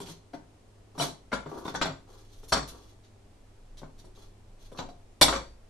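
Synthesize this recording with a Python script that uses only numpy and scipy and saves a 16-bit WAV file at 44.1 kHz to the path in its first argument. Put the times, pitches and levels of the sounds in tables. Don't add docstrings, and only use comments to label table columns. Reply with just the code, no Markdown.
import sys
import numpy as np
from scipy import signal
from scipy.fft import rfft, irfft
from scipy.io import wavfile
from scipy.ndimage import uniform_filter1d

SR = 44100
rng = np.random.default_rng(int(sys.argv[2]) if len(sys.argv) > 2 else 0)


def store_pcm(level_fs):
    pcm = np.round(np.clip(level_fs, -1, 1) * 32767).astype(np.int16)
    wavfile.write(sys.argv[1], SR, np.atleast_2d(pcm).T)


N = 250929
TIME = np.arange(N) / SR
RING = np.arange(SR * 4 // 7) / SR

# t/s, strength/dB, extra wall ring from an edge hit/dB, glaze tick against the ring/dB,
# contact resonance f/Hz, its level against the clack/dB, favoured wall note f/Hz,
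# its level against the ring/dB, ceiling echo/dB, chatter time/s, extra board thump/dB
KNOCK_CUES = [(0.002, -32.5, 9, 0.5, 336, -14, 4220, -17, 4, 0.0014, 3.5),
              (0.083, -35, -6, 13, 166, 8, 4060, -5, 1, 0.0039, 0),
              (0.333, -30, -3, -7.5, 697, -0.5, 4100, -6, 7.5, 0.0061, 1.5),
              (0.978, -29, 13, -2.5, 380, -11, 3800, -17, 15, 0.0033, 4.5),
              (0.997, -21, 6, -2, 685, -2, 3024, 2, 13, 0.002, 1),
              (1.006, -22.5, 7, -1, 681, 0.5, 3960, 3.5, 9, 0.005, -3),
              (1.021, -25, 6.5, 4, 656, 2, 4030, -1, -4.5, 0.0059, 1.5),
              (1.317, -25.5, 1, -8, 673, -4, 2090, 4, 10, 0.0065, -2),
              (1.3277, -17, -5, -7.5, 1380, -4.5, 2200, -9, 10, 0.002, -5),
              (1.458, -30.5, -6, -18, 403, -3, 3600, -5, 14, 0.0063, 2.5),
              (1.652, -27.5, -3, -3, 385, -5, 3620, 4.5, 11, 0.0032, 2.5),
              (1.678, -29.5, 0, -18, 408, -12, 3560, 10, -4, 0.0027, -4),
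              (1.741, -31, 8, -1.5, 664, -13, 3940, -2, 11, 0.0017, 3),
              (1.749, -21.5, 1, -19, 1507, -2.5, 3480, -1.5, 15, 0.0014, -2),
              (1.8136, -16, 0, -15, 992, -10, 3400, -5.5, 6, 0.0013, -3.5),
              (1.821, -24, 11, -17, 1520, 1, 4150, 2, 0, 0.0013, 0.5),
              (1.856, -22.5, 0, -9, 650, -9, 3580, 0.5, 4, 0.001, -0.5),
              (2.433, -43.5, -7, -1, 440, -2, 4400, -6, 3, 0.0008, -9.5),
              (2.521, -15, 5, -4, 667, -2.5, 4210, -6, 14, 0.0008, -5),
              (2.5237, -12, -0.5, -4.5, 1084, -14, 4320, -5, 7.5, 0.00093, -2.5),
              (2.567, -22, 3.5, -11, 1030, -14, 4560, -4, 5, 0.0013, 1.5),
              (3.817, -39.5, -7, -12, 370, 3, 3950, -10, 10, 0.0013, 4.5),
              (3.83, -36, -5, -18, 402, -6, 3900, -5, 11, 0.003, -8),
              (4.041, -42.5, 6.5, 2.5, 365, 2.5, 3950, -11, 12, 0.0077, -5),
              (4.716, -38, 4, -2, 406, -1, 3900, -17, 7, 0.0044, -0.5),
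              (4.787, -24.5, 0.5, -26, 696, -4, 3970, 1, 4, 0.0047, 1),
              (4.822, -38, 3, -25, 920, 5, 4070, -9, -2, 0.0029, -4),
              (4.887, -36.5, 3.5, -10, 710, 9.5, 3910, -2, 3, 0.0045, -2.5),
              (5.212, -15.5, 15, -0.5, 663, -8, 5380, -9.5, 7, 0.0013, 0.5),
              (5.2145, -8, 7, -4, 707, -7, 2270, -6, 8, 0.0012, 0.5),
              (5.281, -16, 1, -19, 1240, -6, 4030, -2, 5, 0.0012, -6.5),
              (5.325, -19, -2, -10.5, 546, -6.5, 4600, -8, 8, 0.0043, -8),
              (5.351, -25, 9.5, -13, 940, -20, 4460, -11, 9, 0.0016, -5.5)]
# f/Hz, level/dB, t60/s
FOOT_MODES = [(427, -24.5, 0.23), (549, -5.5, 0.1), (639.5, -1, 0.044), (666, -5, 0.066), (740, -21, 0.085),
              (926, 5.5, 0.032), (1030, -24, 0.027), (1200, -14.5, 0.09), (1415, 0, 0.033),
              (1560, 1, 0.031), (1970, 6, 0.014)]
# f/Hz, level/dB
CRACK_EQ = [(120, -11.5), (260, -5), (345, -8.5), (450, -4), (650, -9.5), (1050, 0), (1500, -5), (1800, -9),
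            (2200, -6.5), (2700, -11.5), (5000, -16.5), (12500, -33), (14500, -55)]
# f/Hz, level/dB, t60/s
BOARD_MODES = [(112.5, -11.5, 0.12), (146.7, -0.5, 0.17), (176, -4.5, 0.14), (213, -7.5, 0.097),
               (267.7, 1.5, 0.18), (303.6, 0.5, 0.083), (385.4, -1.5, 0.11)]
# f/Hz, level/dB
THUD_EQ = [(60, -25), (135, 1.5), (250, 0), (345, -12.5), (430, -0.5), (560, -4), (750, -3.5),
           (1500, -41.5)]
# f/Hz, level/dB, t60/s
JOIST_MODES = [(55, 0, .7)]
# f/Hz, level/dB, t60/s
WALL_MODES = [(2313, -6, 0.025), (3080, 2, 0.0096), (3230, -13, 0.044), (3467, 0.5, 0.045),
              (3750, -9.5, 0.062), (3990, -10.5, 0.046), (4450, 1, 0.037), (4600, -28, 0.62),
              (4650, -1, 0.033), (4730, -10.5, 0.06), (5443, -1.5, 0.031), (5650, -4, 0.069),
              (5840, -7, 0.05), (6250, -5, 0.04), (7120, -5.5, 0.035), (7360, -1.5, 0.039),
              (7300, -13, 0.049), (8520, -10.5, 0.02), (9300, -14, 0.05)]
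# f/Hz, level/dB
CHATTER_EQ = [(1500, -28.5), (2700, -8), (3500, 3), (4400, 3), (5100, -10.5), (5700, 2.5), (6300, -1),
              (6800, -7.5), (7400, -2.5), (8500, -14.5), (12000, -38), (14500, -69)]
# f/Hz, level/dB
TICK_EQ = [(4000, -18.5), (7000, -17), (8000, 6.5), (8700, -3), (9400, 4), (10500, -6.5), (12000, -5.5),
           (13200, -28), (14300, -66)]
# f/Hz, level/dB
BITE_EQ = [(500, -26.5), (1000, -5.5), (1450, 2), (1800, -7.5), (2300, -0.5), (3600, 3.5), (5500, 0),
           (9000, -17), (13000, -21), (14800, -36)]
# t/s, length/s, grind level/dB, hiss level/dB
SLIDE_CUES = [(0.0, 0.11, -53.5, -51), (0.939, 0.035, -52, -57.5), (1.014, 0.013, -31.5, -31),
              (1.473, 0.086, -40.5, -61), (1.557, 0.024, -40.5, -60), (1.61, 0.079, -47, -56.5),
              (1.652, 0.016, -40, -58), (2.065, 0.14, -56, -62), (2.228, 0.36, -84, -70),
              (2.504, 0.015, -51, -59), (2.709, 0.036, -45, -60), (2.754, 0.15, -61, -65.5),
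              (4.165, 0.081, -58.5, -62.5), (4.58, 0.08, -69.5, -62), (4.739, 0.056, -47.5, -58),
              (5.263, 0.11, -42, -60)]
# f/Hz, level/dB, t60/s
JUDDER_MODES = [(264.2, -2.5, 0.1), (297, -1.5, 0.023), (391, 0, 0.094), (638, -5, 0.03),
                (893, -2.5, 0.0321), (1128, -13.5, 0.047)]
# f/Hz, level/dB
GRIND_EQ = [(90, -21), (170, 1.5), (320, 13), (600, 2.5), (1100, 5), (1700, -7.5), (3000, -71)]
# f/Hz, level/dB
HISS_EQ = [(1200, -6), (2500, -6), (3300, 0), (4200, 3), (5100, -5), (6000, 2.5), (8200, -13.5), (9500, -5),
           (10500, -12), (12000, -8), (13100, -18), (14000, -54)]
# f/Hz, level/dB
AIR_EQ = [(20, -3), (30, -21.5), (42, -0.5), (55, -20.5), (75, -1), (140, -19.5), (220, -15), (400, -18),
          (750, -23), (1500, -33), (4000, -37.5), (9000, -41), (13000, -52), (14200, -87.5)]
# f/Hz, level/dB
RUMBLE_EQ = [(15, 4), (27, 17.5), (40, -24), (55, -2), (75, -10.5), (150, -57.5)]
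# t/s, level/dB
RUMBLE_RIDE = [(0.0, -69), (1.9, -65.5), (2.4, -49), (2.95, -61.5), (4.05, -49), (4.45, -52.5),
               (5.3, -51.5)]
# f/Hz, level/dB
HUM_PARTIALS = [(102.3, -61.5), (209.9, -81.5), (403.7, -75), (597.5, -89)]
# t/s, level/dB, fade/s, treble tilt/(dB per octave)
SCUFF_CUES = [(0.057, -42, 0.01, -4), (1.576, -51.5, 0.016, 8), (1.686, -45, 0.0059, -11),
              (2.316, -53, 0.017, 0.5), (2.372, -59, .01, 6), (2.428, -50.5, 0.011, 1.5),
              (2.479, -40.5, 0.018, 6), (2.676, -38.5, 0.0088, 3), (2.687, -45.5, 0.0035, 2),
              (3.03, -57, 0.023, -4), (3.77, -45.5, 0.0095, -2), (3.979, -50, 0.015, 0),
              (4.148, -53.5, 0.013, -1), (4.773, -37.5, 0.009, -7.5)]
# t/s, level/dB
TAP_CUES = [(1.847, -28), (1.869, -32), (2.544, -25), (2.559, -22.5), (2.584, -33.5), (5.293, -21.5),
            (5.302, -27.5), (5.339, -22.5), (5.36, -28), (5.372, -40)]
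# f/Hz, t60/s
ROOM_DECAY = [(100, 0.42), (400, 0.33), (1200, 0.28), (4000, 0.3), (8000, 0.31), (13000, 0.19)]


def undb(db):
    return 10 ** (np.asarray(db) / 20)


def unit(x):
    return x / np.sqrt(np.mean(np.sum(x ** 2, axis=-1)))


def level(x, db):
    return x * undb(db) / np.sqrt(np.mean(x ** 2))


def burst(x, db):
    return x * undb(db) / np.sqrt(np.mean(x[..., :SR * 3 // 100] ** 2))


def pan_left(db):
    return undb([[db], [-db]])


def add(out, s, x):
    start = max(int(s * SR), 0)
    out[:, start:start + x.shape[-1]] += x[:, :N - start]


def freqs(n):
    return np.arange(n // 2 + 1) * SR / n


def through(x, response):
    return signal.fftconvolve(np.atleast_2d(x), np.atleast_2d(response), axes=-1)[:, :np.shape(x)[-1]]


def lowpass(x, hz):
    return signal.sosfilt(signal.butter(2, hz, fs=SR, output="sos"), x)


def colour(x, points, size=2048):
    hz, db = np.transpose(points)
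    curve_db = np.interp(np.log(freqs(size) + 1), np.log(hz), db)
    cepstrum = irfft(np.log(undb(curve_db)))
    cepstrum[1:size // 2] *= 2
    cepstrum[size // 2 + 1:] = 0
    return through(x, irfft(np.exp(rfft(cepstrum))))


def even(x, width_hz):
    power = np.mean(np.abs(rfft(np.atleast_2d(x))) ** 2, axis=0)
    power = uniform_filter1d(power, int(width_hz * len(RING) / SR) + 1)
    gain_db = -10 * np.log10(power / power.mean() + 1e-9)
    return colour(x, np.transpose([freqs(len(RING)) + 1, gain_db]))


def diffuse(n, merge_hz):
    mid, side = rng.standard_normal((2, n))
    side = .9 * signal.sosfilt(signal.butter(1, merge_hz, "high", fs=SR, output="sos"), side)
    return np.array([mid + side, mid - side]) / np.sqrt(2)


def modes(table, scatter_db):
    hz, db, t60 = np.transpose(table)[:, :, None]
    size, tune, polarity = rng.standard_normal((len(table), 3)).T[:, :, None]
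    fade = np.sign(polarity) * undb(db + scatter_db * size) * np.exp(-np.log(1000) * RING / t60)
    return unit(np.sum(fade * np.sin(2 * np.pi * hz * (1 + 0.0033 * tune) * RING), axis=0))


def crunch(points, decay_s):
    noise = rng.standard_normal(len(RING)) * np.exp(-RING / decay_s)
    return unit(colour(even(noise, width_hz=350), points))


def grains(n, per_s, spread_db):
    chance, size = rng.random(n), rng.standard_normal(n)
    return (chance < per_s / SR) * np.sign(rng.standard_normal(n)) * undb(spread_db * size)


def pulse_train(per_s, uneven, spread_db, count=1500):
    gap, size = rng.standard_normal((count, 2)).T
    at = (np.cumsum(np.exp(uneven * gap)) / per_s * SR).astype(int)
    return np.bincount(at[at < N], undb(spread_db * size)[at < N], N)


def room(tail_db, early_db, early_s, early_decay_s, merge_hz):
    spectrum = rfft(diffuse(len(RING), merge_hz))
    log_hz, centres = np.log(freqs(len(RING)) + 1), np.log([hz for hz, _ in ROOM_DECAY])
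    tail = np.zeros((2, len(RING)))
    for weights, (_, t60) in zip(np.eye(len(centres)), ROOM_DECAY):
        band = irfft(spectrum * np.interp(log_hz, centres, weights), len(RING))
        tail += band * np.exp(-np.log(1000) * RING / t60)
    tail *= 1 - np.exp(-RING / 0.0026)
    slope_s = np.where(RING > early_s, early_decay_s, .003)
    early = diffuse(len(RING), merge_hz) * np.exp(-np.abs(RING - early_s) / slope_s)
    response = undb(tail_db) * unit(tail) + undb(early_db) * unit(early)
    response[:, 0] += 1
    return even(response, width_hz=630)


def wood_room():
    return room(tail_db=1.0, early_db=-1.5, early_s=0.0012, early_decay_s=0.0089, merge_hz=520)


def bowl_room(ceiling_db):
    return room(tail_db=ceiling_db - 3, early_db=ceiling_db, early_s=.009, early_decay_s=.009,
                merge_hz=914)


def near_room():
    return room(tail_db=4.0, early_db=8.5, early_s=0.0022, early_decay_s=0.0069, merge_hz=1096)


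def floor_knock(strength_db, boards_db, contact_hz, contact_db, chatter_s):
    space = wood_room()
    attack = 1 - np.exp(-(RING / (.5 * chatter_s)) ** 2)
    foot = unit(modes(FOOT_MODES, scatter_db=1.5) * attack)
    crack = unit(crunch(CRACK_EQ, decay_s=1.86 * chatter_s) * attack)
    corner_hz = np.clip(1100 * 2 ** ((strength_db + 28.5) / 13), 400, 6000)
    clack = unit(lowpass(foot + undb(4.0) * crack, corner_hz))
    bounce = modes([(contact_hz, 0, 36 / contact_hz)], scatter_db=0)
    clack += undb(contact_db) * unit(bounce * attack)
    thump = (modes(BOARD_MODES, scatter_db=3.5) + undb(-5.5) * crunch(THUD_EQ, decay_s=0.0084)) * attack
    thump_db = -24 + 0.72 * strength_db + boards_db
    return (burst(through(clack, space), strength_db - 12.5) * pan_left(1.7)
            + burst(through(thump, space), thump_db) * pan_left(.9)
            + burst(modes(JOIST_MODES, scatter_db=0), -24.5 + 1.42 * strength_db))


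def bowl_ring(ring_db, note_hz, note_db, tick_db, ceiling_db, chatter_s):
    space = bowl_room(ceiling_db)
    attack = 1 - np.exp(-RING / 0.0031)
    chatter = grains(len(RING), per_s=11000, spread_db=3.5) * np.exp(-RING / (1.08 * chatter_s)) * attack
    free_s = 0.015 * 2 ** ((ring_db + 64.5) / 10)
    wall = unit(modes(WALL_MODES, scatter_db=5.0) * np.exp(-RING / free_s) * attack)
    ring = wall + undb(-0.5) * unit(colour(chatter, CHATTER_EQ))
    note = modes([(note_hz, 0, 0.04)], scatter_db=0)
    return (burst(through(note, near_room()), ring_db + note_db - 3.5)
            + burst(through(ring, space), ring_db - 1.0)
            + burst(through(colour(chatter, TICK_EQ), space), ring_db + tick_db - 4.5))


def bite(db, decay_s=.0014):
    crack = crunch(BITE_EQ, decay_s) * (1 - np.exp(-(RING / decay_s) ** 2))
    corner_hz = np.clip(9000 * 2 ** ((db + 25.5) / 11), 2500, 18000)
    return burst(through(lowpass(crack, corner_hz), near_room()), db)


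def knocks():
    out = np.zeros((2, N))
    for (s, strength_db, edge_db, tick_db, contact_hz, contact_db,
         note_hz, note_db, ceiling_db, chatter_s, boards_db) in KNOCK_CUES:
        chatter_s = max(chatter_s, .001)
        ring_db = -11.5 + 1.456 * strength_db + edge_db
        add(out, s, floor_knock(strength_db, boards_db, contact_hz, contact_db, chatter_s))
        add(out, s, bowl_ring(ring_db, note_hz, note_db, tick_db, ceiling_db, chatter_s))
        add(out, s, bite(-6 + 1.516 * strength_db - ceiling_db))
    return out


def stroke(s, length, attack_s=0.014, release_s=0.018):
    return np.clip((TIME - s) / attack_s, 0, 1) * np.exp(-np.maximum(TIME - s - length, 0) / release_s)


def rubbing(catches):
    ring = through(catches, modes(WALL_MODES[1:], scatter_db=4.0))
    return level(colour(catches, HISS_EQ), 0) + level(ring, -10.5)


def slides():
    grind_gain, hiss_gain = np.zeros((2, N))
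    for s, length, grind_db, hiss_db in SLIDE_CUES:
        speed = stroke(s, length)
        grind_gain += speed * undb(grind_db)
        hiss_gain += speed * undb(hiss_db)
    slips = pulse_train(per_s=44, uneven=.33, spread_db=5.5)
    judder = through(slips, modes(JUDDER_MODES, scatter_db=-2.0))
    bumps = pulse_train(per_s=110, uneven=.45, spread_db=2.0)
    grind = level(colour(bumps, GRIND_EQ), -4.5) + level(judder, -3)
    hiss = rubbing(grains(N, per_s=290, spread_db=3.5))
    return (through(grind * grind_gain, unit(wood_room())) * pan_left(1.2)
            + through(hiss * hiss_gain, unit(bowl_room(ceiling_db=10.5))))


def room_tone():
    knots_s = np.arange(0, 7, 1 / 4)
    waver = np.interp(TIME, knots_s, rng.standard_normal(len(knots_s)))
    air = level(colour(diffuse(N, merge_hz=500), AIR_EQ), -57.5)
    swell = undb(np.interp(TIME, *np.transpose(RUMBLE_RIDE)))
    rumble = level(colour(rng.standard_normal(N), RUMBLE_EQ, size=8192), 0) * swell
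    hum = sum(undb(db + 1.8 * waver) * np.sqrt(2) * np.sin(2 * np.pi * hz * TIME + 0.95 * waver)
              for hz, db in HUM_PARTIALS)
    return air + rumble + hum


def scuffs(attack_s=0.003):
    out = np.zeros((2, N))
    hz = freqs(len(RING))
    octaves = np.log2(np.clip(hz, 3000, 13000) / 6000)
    for s, db, fade_s, tilt_db in SCUFF_CUES:
        envelope = np.exp(-RING / fade_s) * (1 - np.exp(-RING / attack_s))
        catches = grains(len(RING), per_s=1500, spread_db=5.0) * envelope
        scuff = colour(rubbing(catches), np.transpose([hz + 1, tilt_db * octaves]))
        add(out, s, burst(through(scuff, bowl_room(ceiling_db=6.5)), db - 9.0))
    return out


def rim_taps():
    out = np.zeros((2, N))
    for s, db in TAP_CUES:
        tap = lowpass(crunch(CRACK_EQ, decay_s=0.0016), hz=1830)
        add(out, s, burst(through(tap, wood_room()), db - 12.5) * pan_left(1.4))
    return out


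def scene():
    return knocks() + rim_taps() + scuffs() + slides() + room_tone()


def record(dry):
    return signal.sosfilt(signal.ellip(8, .2, 70, 14800, fs=SR, output="sos"), np.clip(dry, -1, 1))


dry = scene()
out = record(dry)
store_pcm(out)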